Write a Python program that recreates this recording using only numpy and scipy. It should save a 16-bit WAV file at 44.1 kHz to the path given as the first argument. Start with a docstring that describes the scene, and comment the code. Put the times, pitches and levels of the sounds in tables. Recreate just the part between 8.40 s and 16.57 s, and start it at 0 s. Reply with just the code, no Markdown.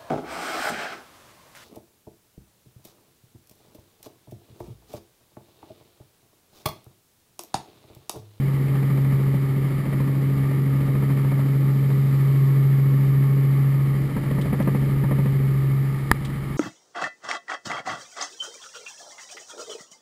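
"""Cabin of a light piston helicopter in a banking turn, close to 8.2 s.
From the start: six-cylinder firing tone and harmonics, repeated rattle pattern, geared whines, blade pulses at a tenth
of the firing rate, shaped-noise wash and rush. Slaps (noise bursts, cracks, pushes) come in spells from 0.25 s to 3.5 s;
a gust swells the draught at 3.7 s, a panel sings most near 5.3 s, slaps return from 5.7 s to 6.9 s. Light rubs hiss
from 6 s; one knock rings the microphone housing at 7.7 s. Coarse sampling mirrors the sound into the treble."""
import sys
import numpy as np
from scipy import signal
from scipy.fft import rfft, irfft, next_fast_len
from scipy.io import wavfile
from scipy.ndimage import uniform_filter1d, map_coordinates

SR = 44100
rng = np.random.default_rng(int(sys.argv[2]) if len(sys.argv) > 2 else 0)


def master(y):
    """Save y as 16-bit WAV."""
    cut = np.clip(np.atleast_2d(y).T, -1, 1)
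    pcm = np.round(cut * 32767)  # scale
    wavfile.write(sys.argv[1], SR, pcm.astype(np.int16))


N = 360297
FIRINGS_PER_BLADE, FIRINGS_PER_CYCLE = 10, 6

# rotor load through the turn: [t/s, blade pulse level/dB before trim, wash level/dB before stirring]
ROTOR_LOAD = [(0, -48, -33), (2, -41.5, -32.5), (2.7, -46.5, -33), (5.0, -45.5, -35), (6.1, -37, -32.5),
              (7.0, -38.5, -34.5), (7.6, -38.5, -39)]


def amp(db):
    """Decibels to gain."""
    return 10 ** (np.asarray(db) / 20)


def unit(x):
    """Scale to rms 1."""
    return x / np.sqrt(np.mean(x ** 2) + 1e-20)


def gain(points, hz):
    """Gain of (f/Hz, level/dB) points joined on a log-frequency axis."""
    f, db = np.transpose(points)
    return amp(np.interp(np.log(hz + 1), np.log(f + 1), db))


def curves(rows):
    """One value per sample for each column after the time."""
    s, *columns = np.transpose(rows)
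    return [np.interp(np.arange(N) / SR, s, column) for column in columns]


def wobble(rate_hz):
    """Smooth random curve with rate_hz knots a second."""
    knots = rng.standard_normal(int(N * rate_hz / SR) + 4)
    return map_coordinates(knots, [np.arange(N) * rate_hz / SR])


def random_phase():
    """Random start phase in radians."""
    return rng.uniform(0, 2 * np.pi)


def filtered(x, response):
    """Multiply the spectrum of x by a zero-phase response of frequency."""
    size = next_fast_len(N + SR // 2)
    return irfft(rfft(x, size) * response(np.fft.rfftfreq(size, 1 / SR)), size)[..., :N]


def ring(x, points):
    """Causal minimum-phase filter with the given spectrum, from its folded cepstrum."""
    size = 2 ** 15
    cepstrum = irfft(np.log(gain(points, np.fft.rfftfreq(size, 1 / SR))))
    cepstrum[1:size // 2] *= 2
    cepstrum[size // 2 + 1:] = 0
    response = irfft(np.exp(rfft(cepstrum)))
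    return signal.fftconvolve(x, response / np.linalg.norm(response))[:N]


def noise(points):
    """Coloured noise of rms 1."""
    return unit(filtered(rng.standard_normal(N), lambda hz: gain(points, hz)))


def add(track, s, sound):
    """Mix a sound into the track at time s."""
    part = track[round(s * SR):][:len(sound)]
    part += sound[:len(part)]


def swell(turns, at, sharp):
    """Bump peaking at 1 once a turn, at the given phase."""
    return np.exp(sharp * (np.cos(2 * np.pi * (turns - at)) - 1))


def passes(blades, at):
    """One impulse per blade, at the given phase of its pass."""
    return np.diff(np.floor(blades - at), prepend=np.floor(blades[0] - at))


def engine(firings, blades):
    """Firing tone throbbing with the rotor, its overtones, and weaker lines from unequal cylinders."""
    # base level of the firing tone in the cabin: [t/s, level/dB]
    boom = [(0.07, -20.5), (0.16, -20.5), (0.74, -18), (1.4, -23), (1.44, -29), (1.56, -21), (3.79, -17.5),
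            (4.04, -16), (5.26, -17.5), (5.64, -20.5), (5.71, -29.5), (5.98, -20.5), (6.0, -23.5),
            (6.75, -19), (7.4, -19), (7.6, -25.5), (8.17, -30.5)]
    # base level of its second harmonic: [t/s, level/dB]
    second = [(0.1, -43), (0.14, -40), (1.37, -38), (1.54, -53), (1.58, -37), (1.81, -35), (3.32, -38),
              (4.32, -49), (4.55, -38.5), (5.45, -44), (6.57, -40), (7.6, -52)]
    # panel singing with the eighth firing harmonic, base level: [t/s, level/dB]
    sing = [(3, -58), (4.3, -54.5), (5.3, -51.5), (5.8, -60)]
    # engine lines, base level: [multiple of the four-stroke cycle rate, level/dB]
    lines = [(5, -45), (7, -42), (8, -52), (9, -42), (13, -51), (14, -50.5), (15, -52.5), (20, -54),
             (36, -61.5), (42, -64.5), (54, -61), (56, -73)]
    second_trim_db, third_re_boom_db, third_waver_db = 0.1, -26.5, 0.5

    boom_db, = curves(boom)
    second_db, = curves(second)
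    sing_db, = curves(sing)
    angle = 2 * np.pi * (firings + 0.0056 * wobble(17))
    throb_db = -1.5 * swell(blades, at=0.65, sharp=0.76)
    level = amp(boom_db + throb_db + 0.77 + 0.23 * wobble(16))
    out = level * np.sin(angle)

    overtones_db = {
        2: second_db + second_trim_db,
        3: boom_db + third_re_boom_db + third_waver_db * wobble(5),
        8: sing_db + 2 * wobble(7),
    }
    for order, db in overtones_db.items():
        drift = random_phase() + 0.16 * wobble(13)
        out += amp(db + 1.3 * wobble(8)) * np.sin(order * angle + drift)

    for order, db in lines:
        drift = random_phase() + 0.31 * wobble(6)
        line_angle = round(order) * angle / FIRINGS_PER_CYCLE
        out += amp(db + 1.65 * wobble(3.04)) * np.sin(line_angle + drift)
    return np.sqrt(2) * out


def rattle(firings):
    """Valves and exhaust repeat one rough pattern in every four-stroke cycle."""
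    # relative spectrum: [f/Hz, level/dB per Hz]
    spectrum = [(100, -28), (190, 1.5), (330, -3), (480, -9), (700, -16.5), (1200, -23.5), (1550, -26),
                (2100, -19.5), (2700, -35), (3100, -28), (4000, -41.5)]
    cycles = firings / FIRINGS_PER_CYCLE
    pattern = rng.standard_normal(round(N / cycles[-1]))
    repeated = np.interp(cycles % 1, np.linspace(0, 1, len(pattern)), pattern)
    level = amp(-45.0 + 0.61 * wobble(2.62))
    return level * unit(filtered(repeated, lambda hz: gain(spectrum, hz)))


def drive(firings):
    """Fan and gear whines whose pitch follows the shaft speed."""
    # whines at mean shaft speed: [f/Hz, base rms level/dB]
    whines = [(389.6, -47.5), (460, -57.5), (586, -59), (779, -71), (2203, -60.5), (3110, -69.5)]
    shaft_s = firings / firings[-1] * N / SR  # time warped by shaft speed
    out = np.zeros(N)
    for hz, db in whines:
        level = amp(db + 2.2 * wobble(2.73))
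        out += level * np.sin(2 * np.pi * hz * shaft_s + 0.39 * wobble(7))
    return np.sqrt(2) * out


def rotor(blades):
    """Each blade pushes a pressure pulse into the cabin; its downwash hits the roof about half a pass later."""
    # relative spectrum of a blade pulse: [f/Hz, level/dB per Hz]
    thump = [(13, -18), (28, -14), (41, -4), (55, -2.5), (68, -1.5), (96, -8.5), (123, -1), (165, -4),
             (230, -7), (400, -26), (1000, -71.5)]
    load_db, _ = curves(ROTOR_LOAD)
    blade_pulses = passes(blades, at=0.417) * amp(1.1 * wobble(9.9))
    roof_pulses = passes(blades, at=0.84) * amp(2.5 + 2.5 * wobble(5))
    return amp(load_db + 3.5) * unit(ring(blade_pulses + roof_pulses, thump))


def airflow(firings, blades, strength):
    """Wash and rush surge per blade and grow around wakes; rush flutters with exhaust; the door draught hisses."""
    # rotor wash on the cabin shell, relative spectrum: [f/Hz, level/dB per Hz]
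    wash_spectrum = [(15, -23), (45, -8.5), (90, -7), (130, -1.5), (180, 1.5), (235, -5), (300, -5),
                     (410, -11.5), (580, -16), (670, -24.5), (1200, -60), (4000, -88)]
    # air and drive noise through cabin resonances, relative spectrum: [f/Hz, level/dB per Hz]
    rush_spectrum = [(300, -16), (750, -10), (900, -4), (1040, -11.5), (1190, 1.5), (1530, -14.5),
                     (1750, -4.5), (2000, -5.5), (2220, -6), (2600, -18), (3100, -15.5), (3350, -21),
                     (4800, -24.5), (6000, -28)]
    # draught at the door frame, relative spectrum: [f/Hz, level/dB per Hz]
    hiss_spectrum = [(1500, -40), (2800, -16), (3600, 3.5), (4200, -0.5), (4900, 1.5), (6000, -6.5)]
    rush_db, draught_db = -43.0, -59.0
    stir_s, stir_full_db = 0.68, -32.5  # averaging window; mean wake strength of near-full stirring
    stir_wash_db, stir_rush_db = 4, 1.5
    gust_s, gust_width_s, gust_db = 3.7, 0.49, 4.5

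    _, wash_db = curves(ROTOR_LOAD)
    mean_strength = uniform_filter1d(strength, size=round(stir_s * SR))
    stir = np.tanh(mean_strength / amp(stir_full_db))
    gust = np.exp(-((np.arange(N) / SR - gust_s) / gust_width_s) ** 2)
    surge = swell(blades, at=1.0, sharp=0.75)
    flutter = swell(firings, at=0.25, sharp=1.6)

    wash = unit(noise(wash_spectrum) * amp(4.7 * surge + 0.6 * wobble(16)))
    rush = unit(noise(rush_spectrum) * amp(1.8 * surge + 1.3 * flutter + 0.56 * wobble(25)))
    out = amp(wash_db + stir_wash_db * stir) * wash
    out += amp(rush_db + stir_rush_db * stir) * rush
    out += amp(draught_db + gust_db * gust) * noise(hiss_spectrum)
    return out


def wake():
    """Wake strength at the rotor: an arch in dB over each encounter, zero elsewhere."""
    # encounters of the rotor with its own wake: [start t/s, length/s, mid strength/dB]
    encounters = [(0.248, 0.59, -37.5), (0.9, 0.07, -39), (1.378, 0.36, -36.5), (1.983, 0.2, -39.5),
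                  (2.37, 0.52, -38), (2.796, 0.26, -35.5), (3.464, 0.07, -36.5), (5.72, 0.08, -33),
                  (5.826, 0.256, -34.5), (6.068, 0.314, -28), (6.568, 0.32, -32.5)]
    edge_drop_db = 7
    t, strength = np.arange(N) / SR, np.zeros(N)
    for start_s, length_s, db in encounters:
        off_centre = 2 * (t - start_s) / length_s - 1
        inside = np.abs(off_centre) < 1
        strength[inside] = amp(db - edge_drop_db * off_centre[inside] ** 2)
    return strength


def slaps(blades, strength):
    """A blade cuts the wake: crack, turbulent burst, weaker second burst, and a push steeper than the strength."""
    # turbulent bursts, relative spectrum: [f/Hz, level/dB per Hz]
    burst_spectrum = [(60, -31), (130, -0.5), (200, 0), (330, -5), (570, -2), (700, -12.5), (900, -9),
                      (1200, -13), (1500, -23.5), (1830, -14), (2300, -22), (3000, -35.5), (6000, -41)]
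    # sharp edge of a slap, relative spectrum: [f/Hz, level/dB per Hz]
    crack_spectrum = [(500, -19), (900, -4), (1250, -2), (1520, -6), (1850, 1), (2300, -4), (2900, -15),
                      (4500, -19.5), (6000, -32)]
    slap_phase, scatter_db = 0.83, 1.1  # phase in blade passes
    crack_db, crack_t60_s = -36.5, 0.044  # same in weak and strong slaps
    burst_t60_s, push_t60_s, push_hz = 0.045, 0.058, 195
    rise_s, second_burst_s = 0.0023, 0.0122

    t = np.arange(SR // 10) / SR
    rise = 1 - np.exp(-t / rise_s)
    burst = rise * amp(-60 * t / burst_t60_s)
    crack = rise * amp(crack_db - 60 * t / crack_t60_s)
    push = np.sin(2 * np.pi * push_hz * t) * rise * amp(-60 * t / push_t60_s)
    air, cracks, pushes = np.zeros((3, N))
    for i in np.flatnonzero(passes(blades, slap_phase) * strength):
        s = i / SR
        db = 20 * np.log10(strength[i]) + scatter_db * rng.standard_normal()
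        add(air, s, amp(db + 4.5) * burst)
        add(air, s + second_burst_s, amp(db - 5.0) * burst)
        add(cracks, s, crack)
        add(pushes, s, -amp(1.33 * db + 29.5) * push)
    # sign gives eddies of even strength
    turbulence = np.sign(noise([(100, -1.5), (2500, 0.5), (4000, -28.5)]))
    return ring(air * turbulence, burst_spectrum) + cracks * noise(crack_spectrum) + pushes


def handling():
    """Light rubs hiss on the microphone housing; one hard knock shoves the microphone and rings the housing."""
    # light rubs, level before the soft onset: [t/s, level/dB, t60/s]
    scuffs = [(6.013, -34.5, 0.083), (6.224, -35.5, .03), (7.849, -32.5, 0.076), (7.954, -43, 0.059)]
    # relative spectrum of a rub: [f/Hz, level/dB per Hz]
    scuff_spectrum = [(1000, -24), (3000, 3.5), (4500, -8), (6000, -4.5)]
    # housing modes, level before trim: [f/Hz, level/dB, t60/s]
    modes = [(962, 1.5, 0.0089), (1220, 0, 0.012), (1760, 4, 0.01), (4620, -3.5, 0.0027)]
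    knock_s, case_trim_db = 7.7146, -0.8
    push_db, push_s, push_t60_s = 5.5, 0.002, 0.012  # push_s: time until it swings back

    t = np.arange(SR // 8) / SR
    knock, rubs = np.zeros(N), np.zeros(N)
    for s, db, t60_s in scuffs:
        add(rubs, s, amp(db - 60 * t / t60_s) * (1 - np.exp(-t / 0.00069)))

    shove = -amp(push_db) * (1 - t / push_s) * amp(-60 * t / push_t60_s)
    case = -sum(amp(db - 60 * t / t60_s) * np.sin(2 * np.pi * hz * t) for hz, db, t60_s in modes)
    shove *= 1 - np.exp(-t / 0.00042)
    case *= amp(case_trim_db) * (1 - np.exp(-t / 0.00036))
    add(knock, knock_s, shove + case)
    return knock + rubs * noise(scuff_spectrum)


def scene():
    """Engine and rotor geared together, heard by one microphone."""
    # nearly steady engine speed: [t/s, firing rate f/Hz]
    firing_rate = [(0.0, 137.02), (0.8, 136.06), (1.7, 136.75), (3.0, 136.73), (4.5, 136.88), (5.5, 137.26),
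                   (6.2, 137.63), (6.7, 137.19), (7.2, 135.74), (7.8, 136.58), (8.17, 137.44)]
    firings = np.cumsum(curves(firing_rate)[0]) / SR
    blades = firings / FIRINGS_PER_BLADE
    strength = wake()
    machine = engine(firings, blades) + rattle(firings) + drive(firings) + rotor(blades)
    cabin = machine + airflow(firings, blades, strength) + slaps(blades, strength) + handling()
    return np.array([cabin, cabin])


def record(dry):
    """Clip, band-limit and add the image of a sample-and-hold, which mirrors the band around the hold rate."""
    hold_hz, top_hz = 12000, 15300
    band = [(4800, 0), (5500, -4.5), (6000, -9), (6600, -38), (7500, -78)]  # [f/Hz, level/dB]
    low = filtered(np.clip(dry, -1, 1), lambda hz: gain(band, hz))
    # steps of a held signal grow with its slope
    slope = np.gradient(low, axis=-1) * SR / (2 * np.pi)
    steps = 2 * slope * np.sin(2 * np.pi * hold_hz * np.arange(N) / SR)
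    mirror = amp(0.7) * filtered(steps, lambda hz: 1 / np.maximum(hz, hold_hz / 2))
    return filtered(np.clip(low + mirror, -1, 1), lambda hz: hz < top_hz)


dry = scene()
out = record(dry)
master(out)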